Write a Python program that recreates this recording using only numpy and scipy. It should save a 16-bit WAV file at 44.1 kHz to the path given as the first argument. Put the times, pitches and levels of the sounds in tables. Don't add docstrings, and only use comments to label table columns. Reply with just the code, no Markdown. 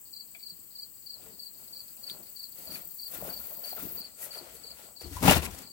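import sys
import numpy as np
from scipy import signal
from scipy.fft import rfft, irfft, next_fast_len
from scipy.io import wavfile
from scipy.ndimage import uniform_filter1d

SR = 44100
rng = np.random.default_rng(int(sys.argv[2]) if len(sys.argv) > 2 else 0)


def rack_gain(trim_db):
    fader = np.asarray(trim_db, float)
    return 10 ** (fader / 20)


def generate_wav(sig):
    pcm = np.round(np.clip(np.atleast_2d(sig).T, -1, 1) * 32767).astype(np.int16)
    wavfile.write(sys.argv[1], SR, pcm)


N = 252246

# start_s [s], level_db [dB]
CHIRP_TIMES = [(0.126, -38), (0.425, -37.5), (0.75, -36.5), (1.06, -37), (1.388, -38), (1.723, -37.5),
               (2.03, -35.5), (2.358, -36.5), (2.667, -36.5), (2.986, -36), (3.294, -37), (3.635, -36),
               (3.97, -36.5), (4.305, -36.5), (4.632, -39), (4.962, -40.5), (5.29, -39), (5.628, -46)]
# delay_s [s], level_db [dB], strong_part_s [s], top_pitch_hz [Hz]
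WING_STROKES = [
    (0, -1.5, .018, 4670),
    (.031, 0, .021, 4740),
    (.067, 0, .021, 4740),
]
# delay_s [s], level_db [dB]
ECHO_PATHS = [
    [(0, -3.5), (.007, -21), (.013, -20)],
    [(.0005, -3), (.006, -13.5), (.013, -14.5)],
]
# frequency_hz [Hz], gain_db [dB]
PORT_INTERFERENCE = [
    [(4150, -6), (4400, -3.5), (4520, 0.5), (4660, -7), (4900, 0), (9000, 0.5)],
    [(4150, -15), (4400, -11), (4530, -6), (4650, 1.5), (4900, 2), (9000, 5)],
]


def cricket():
    climb_hz, climb_s, sag_hz = 260, 0.003, 330
    trail_db, catch_share = -14, 0.75
    out = np.zeros((2, N))
    for (start_s, chirp_db), chances in zip(CHIRP_TIMES, rng.standard_normal((len(CHIRP_TIMES), 3, 12))):
        for (delay_s, stroke_db, strong_s, top_hz), chance in zip(WING_STROKES, chances):
            pitch_c, length_c, depth_c, place_c, time_c, sag_c = chance[[0, 7, 8, 9, 10, 11]]
            t = np.arange(0, 1.5 * strong_s, 1 / SR)
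            progress = t / (strong_s * (1 + 0.04 * length_c))

            climb = climb_hz * np.exp(-t / climb_s)
            sag = (sag_hz + 25 * sag_c) * 1.7 * np.tanh(progress ** 2.2 / 1.4)
            waver = 14 * uniform_filter1d(rng.standard_normal(len(t)), 60) * np.sqrt(60)
            phase = 2 * np.pi * np.cumsum(top_hz + 12 * pitch_c - climb - sag + waver) / SR

            depth = np.clip(catch_share + 0.25 * depth_c, 0, 1)
            catch = 1 - depth * np.exp(-((progress - 0.57 - 0.05 * place_c) / 0.075) ** 2)
            trail = rack_gain(trail_db / (1 + np.exp((0.84 - progress) / 0.025)))
            rounded_ends = np.sin(np.pi * t / len(t) * SR) ** 0.3
            swell = (1 - np.exp(-t / 0.002)) * (0.75 + progress ** 3) * catch * trail * rounded_ends
            stroke = swell * (np.sin(phase) + rack_gain(-25.0) * np.sin(2 * phase))

            for port, paths in enumerate(ECHO_PATHS):
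                for (path_s, path_db), sway in zip(paths, chance[1 + 3 * port:]):
                    arrival_s = start_s + delay_s + 0.0007 * time_c + path_s + abs(0.0004 * sway)
                    level_db = chirp_db + 4.5 + stroke_db + path_db + 0.8 * sway
                    add(out[port], arrival_s, rack_gain(level_db) * stroke)
    heard = shaped(out, lambda hz: rack_gain(np.array([read(curve, hz) for curve in PORT_INTERFERENCE])))
    return heard + rack_gain(-12.0) * scatter(out[0], 0.15)


# time_s [s], level_db [dB], near_share [0-1, power of the near singer]
BUZZ_COURSE = [
    (0, -57, 0.3),
    (.7, -56.5, 0.24),
    (1.3, -56.5, 0.1),
    (1.8, -54.5, 0.4),
    (2.2, -54.5, .45),
    (2.5, -53.5, 0.74),
    (2.9, -49.5, 0.73),
    (3.3, -46.5, 0.63),
    (3.7, -45, 0.4),
    (4.02, -43, 0.55),
]
# frequency_hz [Hz], level_db [dB]
NEAR_WING_SPECTRUM = [(9000, -38), (11500, -21), (12700, -15), (13300, -6), (13900, 1), (14450, -5),
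                      (15100, 0.5), (16000, -4)]
# frequency_hz [Hz], level_db [dB]
FAR_WING_SPECTRUM = [(9000, -30), (11500, -12), (13000, -6), (14200, -3), (15000, 0), (16000, 0)]


def katydid():
    sweeps_per_s, bounce_s = 30.7, 0.001224
    t = np.arange(N) / SR
    level_db, near = columns(BUZZ_COURSE)
    near = np.clip(near, 0, 1)
    unsteady = 0.5 * evened(uniform_filter1d(rng.standard_normal(N), 1500))
    phase = 2 * np.pi * (sweeps_per_s * t - 0.5) + unsteady
    sweep = (0.5 + 0.5 * np.cos(phase)) ** 0.65
    teeth = evened(sweep * grains(1800, 1.8, 0.0016))
    effort = rack_gain(level_db + 7.0) * np.clip((4.01 - t) / 0.0062, 0, 1)
    close = colour(effort * np.sqrt(near) * teeth * rng.standard_normal((2, N)), NEAR_WING_SPECTRUM)
    close = 0.97 * close + 0.25 * np.roll(close, round(bounce_s * SR), axis=1)
    far = colour(effort * np.sqrt(1 - near) * rng.standard_normal((2, N)), FAR_WING_SPECTRUM)
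    return close + far


# start_s [s], hold_s [s], cardboard_db [dB], boom_db [dB re cardboard]
LOAD_CONTACTS = [
    (5.035, 0.1, -58.5, 11),
    (5.159, 0.087, -51, 11.5),
    (5.229, 0.032, -26.5, -3),
    (5.261, 0.057, -25.5, -12),
    (5.364, 0.01, -24, -3),
    (5.416, 0.071, -40, -5),
    (5.506, 0.036, -54, 10),
    (5.557, 0.13, -53.5, -11),
]
# spectrum [Hz, dB], grain_rate [1/s], grain_spread_db [dB]
LOAD_LAYERS = [
    ([(90, -6.5), (180, 2.5), (320, 0.5), (450, -6.5), (800, -6.5), (1100, -9), (1600, -25)], 440, 2.45),
    ([(30, -35), (42, -27), (52, 4), (66, 2), (85, 9), (120, -10), (170, -25.5)], 400, 2.1),
]
# rise [dB/s], fall [dB/s]
LOAD_RATES = [
    (1500, 640),
    (900, 660),
]
# start_s [s], hold_s [s], scrape_db [dB], clatter_db [dB re scrape]
SLIDE_CONTACTS = [(5.013, 0.012, -47.5, -5.5), (5.063, 0.09, -52, -19), (5.129, 0.047, -45, -8),
                  (5.17, 0.018, -57, 0), (5.351, 0.017, -34.5, -1), (5.238, .004, -38, 6),
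                  (5.258, 0.018, -32, 3), (5.283, 0.021, -29.5, 10), (5.306, 0.019, -27, 8),
                  (5.337, 0.032, -43, 5.5), (5.424, 0.022, -40.5, -1), (5.45, 0.0098, -35, -7),
                  (5.506, 0.13, -53, 0.5), (5.543, .008, -51, -20), (5.586, 0.0039, -44, -28),
                  (5.614, .012, -52, -30)]
# spectrum [Hz, dB], grain_rate [1/s], grain_spread_db [dB]
SLIDE_LAYERS = [
    ([(3000, -14), (5000, -9.5), (8000, -7), (12000, -7), (16000, -12)], 2900, 1.73),
    ([(800, -3.5), (1300, -6), (1900, -4), (2600, -4.5), (4000, -9), (6000, -15)], 550, 2),
]
# rise [dB/s], fall [dB/s]
SLIDE_RATES = [
    (1300, 1300),
    (1300, 350),
]


def load():
    span_s = (4.98, 5.72)
    landing = rustle(span_s, LOAD_CONTACTS, LOAD_LAYERS, LOAD_RATES)
    return landing + rack_gain(1.0) * rustle(span_s, SLIDE_CONTACTS, SLIDE_LAYERS, SLIDE_RATES)


# start_s [s], peak_db [dB], ring_hz [Hz],
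# t60_s [s]
HARD_KNOCKS = [(5.036, -43, 304, 0.18), (5.015, -49, 488, 0.1), (5.058, -39, 347, 0.14),
               (5.9, -42, 310, 0.11), (5.113, -42, 289, .15), (5.065, -40, 68, 0.24), (5.16, -37, 64, 0.41),
               (2.098, -31, 3670, 0.0079), (2.098, -44, 2600, .006), (5.166, -39.5, 1000, 0.09),
               (5.37, -25.5, 2750, 0.025), (5.422, -40, 2700, .06), (5.445, -43, 2800, .05),
               (5.545, -47.5, 690, .07), (5.45, -40.5, 69, .25), (5.5, -41, 58, 0.24), (5.39, -33, 150, .1),
               (5.211, -30.5, 187, 0.071), (5.226, -24.5, 1100, 0.008), (5.228, -21.5, 2200, 0.015),
               (5.279, -10.5, 813, 0.027), (5.284, -16.5, 154, 0.053), (5.295, -17, 196, 0.043),
               (5.251, -20.5, 180, .05), (5.323, -18, 317, 0.029), (5.312, -21, 820, .05),
               (5.279, -9.5, 2590, 0.015), (5.229, -21.5, 300, 0.13), (5.269, -18, 210, 0.033),
               (5.295, -15.5, 2840, 0.033), (5.310, -11.5, 637, 0.024), (5.318, -27, 560, 0.018),
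               (5.363, -21, 135, 0.035), (5.369, -19, 235, 0.041), (5.464, -29.5, 2460, 0.021),
               (5.29, -27, 84, 0.31), (5.4, -34.5, 74.5, 0.23), (5.283, -14.5, 880, 0.033),
               (5.18, -43, 1050, 0.094), (6.1, -43, 820, 0.13), (6.2, -44.5, 207, 0.071),
               (5.344, -19.5, 3600, 0.02), (5.511, -46, 5850, 0.02), (6.2, -42, 4740, 0.035),
               (7.3, -34, 4030, 0.015)]
# start_s [s], peak_db [dB], ring_hz [Hz], t60_s [s]
STALK_SNAPS = [(.34, -60, 2250, 0.033), (.348, -38, 2400, 0.033), (.356, -50, 2230, 0.037),
               (.349, -57, 670, 0.079), (.352, -57, 3390, .06), (.365, -63, 2270, .1),
               (.404, -58, 2360, 0.05), (.425, -64, 2330, .1), (.38, -61, 2420, .06),
               (.59, -59.5, 252, 0.084), (1.26, -54.5, 442, 0.28), (2.17, -51, 1500, 0.015),
               (2.755, -38.5, 2470, 0.033), (2.765, -56, 2320, .025), (1.97, -55, 2600, 0.027),
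               (2.87, -57, 181, 0.11), (.52, -60, 173, 0.14), (3.145, -55, 634, 0.03),
               (3.224, -27.5, 590, 0.024), (3.28, -36, 420, 0.017), (3.187, -46, 620, .03),
               (3.228, -42, 170, 0.047), (3.287, -44, 1490, .04), (3.364, -55, 567, 0.1),
               (3.39, -54, 220, 0.18), (3.408, -50, 1400, 0.024), (3.49, -57.5, 1950, 0.088),
               (3.505, -52, 592, 0.14), (3.59, -55, 583, 0.21), (3.63, -55, 690, 0.14),
               (3.66, -45, 594, 0.056), (3.728, -38, 725, 0.028), (3.777, -40, 1340, 0.033),
               (3.777, -37.5, 576, 0.032), (3.795, -35, 1370, 0.018), (3.923, -50, 385, 0.044),
               (4.082, -54.5, 560, 0.043), (4.197, -55, 680, .04), (4.228, -41.5, 1920, 0.045),
               (4.789, -54, 890, 0.05), (4.803, -55, 854, .06), (4.68, -57, 660, .05),
               (4.72, -57, 686, .05), (4.836, -54.5, 398, .04), (3.835, -36, 392, 0.04),
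               (3.866, -37, 330, 0.036), (3.972, -42.5, 450, 0.046), (4.41, -43.5, 350, 0.12),
               (4.545, -48, 462, 0.075), (4.643, -48, 474, 0.054)]


def blows():
    direct = knocks(STALK_SNAPS, 0.0018, crack_db=-40) + knocks(HARD_KNOCKS, 0.00042, crack_db=-21)
    return direct + rack_gain(-7) * scatter(direct, 0.057)


# start_s [s], peak_db [dB], lowest_hz [Hz]
EDGE_TICKS = [(2.098, -45, 1800), (2.172, -54, 1200), (3.779, -51, 900), (3.8, -58, 1200),
              (4.228, -42, 1500), (5.018, -40, 2050), (5.228, -25, 6000), (5.272, -33, 9000),
              (5.282, -20, 3000), (5.287, -33, 7000), (5.3, -20, 3000), (5.31, -11, 2500),
              (5.313, -30, 5000), (5.293, -26, 2000), (5.322, -26, 2000), (5.327, -35, 4000),
              (5.333, -29, 2500), (5.344, -32, 2000), (5.368, -28, 2500), (5.246, -34, 2000),
              (5.262, -32, 1500), (5.352, -23, 8000), (5.381, -25, 8000), (5.454, -42, 5950),
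              (5.511, -45, 3000), (5.549, -38, 3000), (5.589, -36, 3000), (5.62, -38, 8000)]


def ticks():
    t, out = np.arange(600) / SR, np.zeros((2, N))
    for (start_s, peak_db, low_hz), noise in zip(EDGE_TICKS, rng.standard_normal((len(EDGE_TICKS), 2, len(t)))):
        crack = shaped(noise * np.exp(-t / 0.0016), lambda hz: 1 / np.sqrt(1 + (low_hz / (hz + 1)) ** 4))
        add(out, start_s, rack_gain(peak_db) * crack)
    return out


# start_s [s], hold_s [s], thud_db [dB], ground_db, crunch_db [dB re thud]
FOOT_CONTACTS = [(1.171, .03, -73.5, 9, 9.5), (1.248, 0.072, -59, -13, -3.5), (1.56, 0.25, -68, -15, 0.5),
                 (1.98, 0.17, -68.5, -15, 5), (2.141, 0.048, -56, -15, -2.5), (2.297, .1, -91, 9, -5),
                 (2.593, 0.073, -60.5, -14, 3.5), (2.706, 0.059, -52, -13, -3.5),
                 (2.84, 0.026, -66.5, 0, -25), (3.15, 0.0075, -53, -21, 4.5), (3.218, 0.07, -48.5, -9, 0.5),
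                 (3.383, 0.009, -63.5, 3, 0), (3.443, 0.4, -64.5, -22, 7), (3.786, 0.018, -60, -14, 12.5),
                 (3.836, 0.012, -46, -9, -17), (3.948, 0.065, -55.5, -24, -2.5),
                 (4.224, 0.035, -63.5, -12, 10), (4.362, 0.07, -61.5, -25, 9.5),
                 (4.494, 0.23, -65.5, -3, 3.5), (4.798, 0.1, -68.5, -0.5, 8)]
# spectrum [Hz, dB], grain_rate [1/s], grain_spread_db [dB]
FOOT_LAYERS = [
    ([(70, -35), (130, -3.5), (200, -1), (400, -4), (600, -26)], 600, 3.1),
    ([(20, -38), (42, 3), (60, 17), (100, 8), (150, -14)], 99, 2.5),
    ([(300, -14.5), (450, 2.5), (620, 7), (800, 0.5), (1400, -6.5), (2000, -20.5)], 460, 2.9),
]
# rise [dB/s], fall [dB/s]
FOOT_RATES = [
    (252, 168),
    (150, 100),
    (260, 110),
]
# start_s [s], hold_s [s], swish_db [dB], stalks_db [dB re swish]
BRUSH_CONTACTS = [(1.225, 0.046, -62, -3), (1.43, 0.023, -58, -32), (1.594, 0.89, -60.5, -12.5),
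                  (2.094, 0.011, -53.5, -5.5), (2.206, 0.45, -69, -22), (2.577, 0.1, -54, -10),
                  (2.728, 0.043, -47.5, -6), (2.845, 0.46, -57.5, -21), (3.144, 0.0065, -44, -8.5),
                  (3.264, 0.028, -49.5, -6), (3.33, 0.22, -54.5, -9), (3.647, 0.06, -49.5, -5.5),
                  (3.796, 0.011, -58, 5), (3.822, 0.018, -48.5, -17), (3.867, 0.21, -60.5, -2),
                  (4.219, 0.035, -43, -10.5), (4.333, 0.051, -51.5, -6), (4.425, 0.074, -63, 4),
                  (4.547, .02, -53.5, -8.5), (4.624, 0.19, -62, -3), (4.778, 0.091, -59, -3.5)]
# spectrum [Hz, dB], grain_rate [1/s], grain_spread_db [dB]
BRUSH_LAYERS = [
    ([(3500, -18.5), (6500, 2.5), (10000, 7), (13000, 10.5), (16000, 4.5)], 3400, 1.6),
    ([(700, -26), (1300, 0.5), (2500, 1.5), (5000, -2), (7000, -6.5)], 1600, 3.6),
]
# rise [dB/s], fall [dB/s]
BRUSH_RATES = [
    (330, 390),
    (323, 220),
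]


def walker():
    span_s = (1.0, 5.0)
    feet = rustle(span_s, FOOT_CONTACTS, FOOT_LAYERS, FOOT_RATES)
    return feet + rack_gain(5.5) * rustle(span_s, BRUSH_CONTACTS, BRUSH_LAYERS, BRUSH_RATES)


# frequency_hz [Hz], density_db [dB per Hz]
AIR_SPECTRUM = [(18, -50), (30, -7.5), (273, -7), (437, -12), (499, -13.5), (702, -16.5), (1250, -18),
                (1350, -21.5), (3140, -19.5), (4190, -30), (4530, -20), (5900, -20.5), (7870, -3),
                (10200, -15.5), (16000, -1.5)]
# pitch_hz [Hz], width_hz [Hz], level_db [dB], stroke_rate [1/s], spread_db [dB], length_s [s]
FAR_CHORUS = [
    (4530, 285, -64.5, 76, 2.5, 0.015),
    (7895, 440, -60.5, 200, 2, 0.0096),
]


def meadow():
    out = rack_gain(-50.5) * colour(rng.standard_normal((2, N)), AIR_SPECTRUM, alike=0.058)
    for hz, width, level_db, per_s, spread_db, long_s in FAR_CHORUS:
        peak = [(hz - 6 * width, -40), (hz - width, -9), (hz, 0), (hz + width, -9), (hz + 6 * width, -40)]
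        flicker = grains(per_s, spread_db, long_s)
        out += rack_gain(level_db) * colour(flicker * rng.standard_normal((2, N)), peak)
    return out


def rustle(span_s, rows, layers, rates):
    a, b = round(span_s[0] * SR), min(round(span_s[1] * SR), N)
    t = np.arange(a, b) / SR
    start, hold, lead_db, *rest_db = np.transpose(rows)
    out = np.zeros((2, N))
    for relative_db, (spectrum, per_s, spread_db), (rise, fall) in zip([0] + rest_db, layers, rates):
        drive = contacts(t, start, hold, lead_db + relative_db, rise, fall)
        drive = drive * grains(per_s, spread_db, 0.0073, size=b - a)
        out[:, a:b] += colour(drive * rng.standard_normal((2, b - a)), spectrum, alike=0.79)
    return out


def contacts(t, start, hold, level_db, rise, fall):
    coarse = np.arange(t[0], t[-1] + 0.001, 0.001)[:, None]
    before, after = np.maximum(start - coarse, 0), np.maximum(coarse - start - hold, 0)
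    power = rack_gain(level_db - rise * before - fall * after) ** 2
    return np.interp(t, coarse[:, 0], np.sqrt(power.sum(axis=1)))


def knocks(rows, rise_s, crack_db):
    t, out = np.arange(SR // 6) / SR, np.zeros((2, N))
    for (start_s, peak_db, hz, t60), chance in zip(rows, rng.random((len(rows), 2, 1))):
        ring = np.sin(2 * np.pi * hz * t + 1.36 * chance * min(hz / 600, 1))
        ring = ring + 0.27 * np.sin(2 * np.pi * (hz * 0.96 * t + chance))
        rattle = evened(uniform_filter1d(rng.standard_normal(len(t)), round(2 * SR / hz) + 40))
        ring = ring * (1 + 0.45 * rattle) * rack_gain(-60 * t / t60) * np.minimum(t / rise_s, 1)
        crack = rack_gain(crack_db) * rng.standard_normal((2, len(t))) * np.exp(-t / 0.0009)
        add(out, start_s, rack_gain(peak_db) * (ring + crack))
    return out


def grains(per_s, spread_db, long_s, size=N):
    burst_db = spread_db * np.minimum(rng.exponential(1, size), 5)
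    bursts = rack_gain(burst_db) * (rng.random(size) < per_s / SR)
    power = signal.lfilter([1], [1, -np.exp(-1 / SR / long_s)], bursts ** 2)
    return evened(np.sqrt(power))


def scatter(x, t60):
    t = np.arange(SR // 3) / SR
    tail = rng.standard_normal((2, len(t))) * rack_gain(-60 * t / t60) * np.minimum(t / 0.0028, 1)
    return signal.fftconvolve(x * np.ones((2, 1)), tail / np.linalg.norm(tail[0]), axes=1)[:, :N]


# resonance_hz [Hz], width_hz [Hz], level_db [dB]
BOX_MODES = [
    (163, 41, -5.5),
    (603, 52, -19),
    (926, 67, -7),
    (1400, 56, 8.5),
    (1940, 57, -3),
    (2170, 30, -15),
    (2420, 22, -7),
    (2670, 55, -13),
]


def hollow(hz):
    lifts = [(4.5 + 0.25 * db) / (1 + (2 * (hz - f) / width) ** 2) for f, width, db in BOX_MODES]
    return rack_gain(sum(lifts) - 3.0)


# frequency_hz [Hz], likeness [relative]
PORT_COHERENCE = [(60, 1.26), (290, 0.98), (640, 0.84), (1400, 0.25), (3000, 0.12)]


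def colour(x, spectrum, alike=0.):
    left, other = shaped(x, lambda hz: evened(rack_gain(read(spectrum, hz))))
    if not alike:
        return np.array([left, other])
    same = lambda hz: np.clip(alike * read(PORT_COHERENCE, hz), 0, 1)
    right = shaped(left, same) + shaped(other, lambda hz: np.sqrt(1 - same(hz) ** 2))
    return np.array([left, right])


def shaped(x, gain):
    size = next_fast_len(x.shape[-1] + 8192)
    spectrum = rfft(x, size) * gain(np.fft.rfftfreq(size, 1 / SR))
    return irfft(spectrum, size)[..., :x.shape[-1]]


def evened(x):
    return x / np.sqrt(np.mean(x ** 2) + 1e-20)


def read(points, hz):
    f, value = np.transpose(points)
    return np.interp(np.log(hz + 1), np.log(f + 1), value)


def columns(rows):
    s, *values = np.transpose(rows)
    return [np.interp(np.arange(N) / SR, s, v) for v in values]


def add(mix, start_s, sound):
    part = mix[..., round(start_s * SR):][..., :sound.shape[-1]]
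    part += sound[..., :part.shape[-1]]


# frequency_hz [Hz], lean_db [dB]
LEFT_LEAN = [(30, 2), (60, 1.15), (500, 0.26), (1000, -0.24), (8000, -0.08), (13000, 0.1)]


def scene():
    port_db = 3.5
    near = shaped(load() + walker(), hollow) + blows() + ticks()
    lean = lambda hz: rack_gain(np.outer([1, -1], port_db + read(LEFT_LEAN, hz)) + 0.72)
    return shaped(cricket() + katydid() + near + meadow(), lean)


def gated(x, depth_db):
    hz, _, z = signal.stft(x, SR, nperseg=2048)
    band_hz = hz[:-1:8]
    power = abs(z[:, :-1]) ** 2
    band_db = 10 * np.log10(power.reshape(2, -1, 8, power.shape[-1]).mean(axis=2) + 1e-20)
    tone_db = band_db[:, abs(band_hz - 4500) < 400].max(axis=1, keepdims=True)
    tone_db = np.roll(tone_db, 1, axis=2)
    mood_db = 6 * rng.standard_normal(band_db.shape[2]) + 3 * rng.standard_normal(band_db.shape[1:])
    outside = (abs(band_hz - 5650) > 700)[:, None]
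    keep = (band_db > tone_db - depth_db + mood_db) | outside
    keep = np.pad(np.repeat(keep, 8, axis=1), ((0, 0), (0, 1), (0, 0)))
    return signal.istft(z * keep, SR, nperseg=2048)[1][:, :N]


def band_limit(x):
    return signal.sosfilt(signal.butter(12, 16860, fs=SR, output="sos"), x)


def record(dry):
    bass_hz, edge_hz = 48, 15965
    ports = np.array([dry[0], np.roll(dry[1], 8)])
    ports = 0.9 * np.tanh(ports / 0.9)
    band = lambda hz: np.clip((edge_hz - hz) / 30, 0, 1) / np.sqrt(1 + (bass_hz / (hz + 1)) ** 6)
    finished = gated(shaped(ports, band), depth_db=35)
    return band_limit(finished)


dry = scene()
out = record(dry)
generate_wav(out)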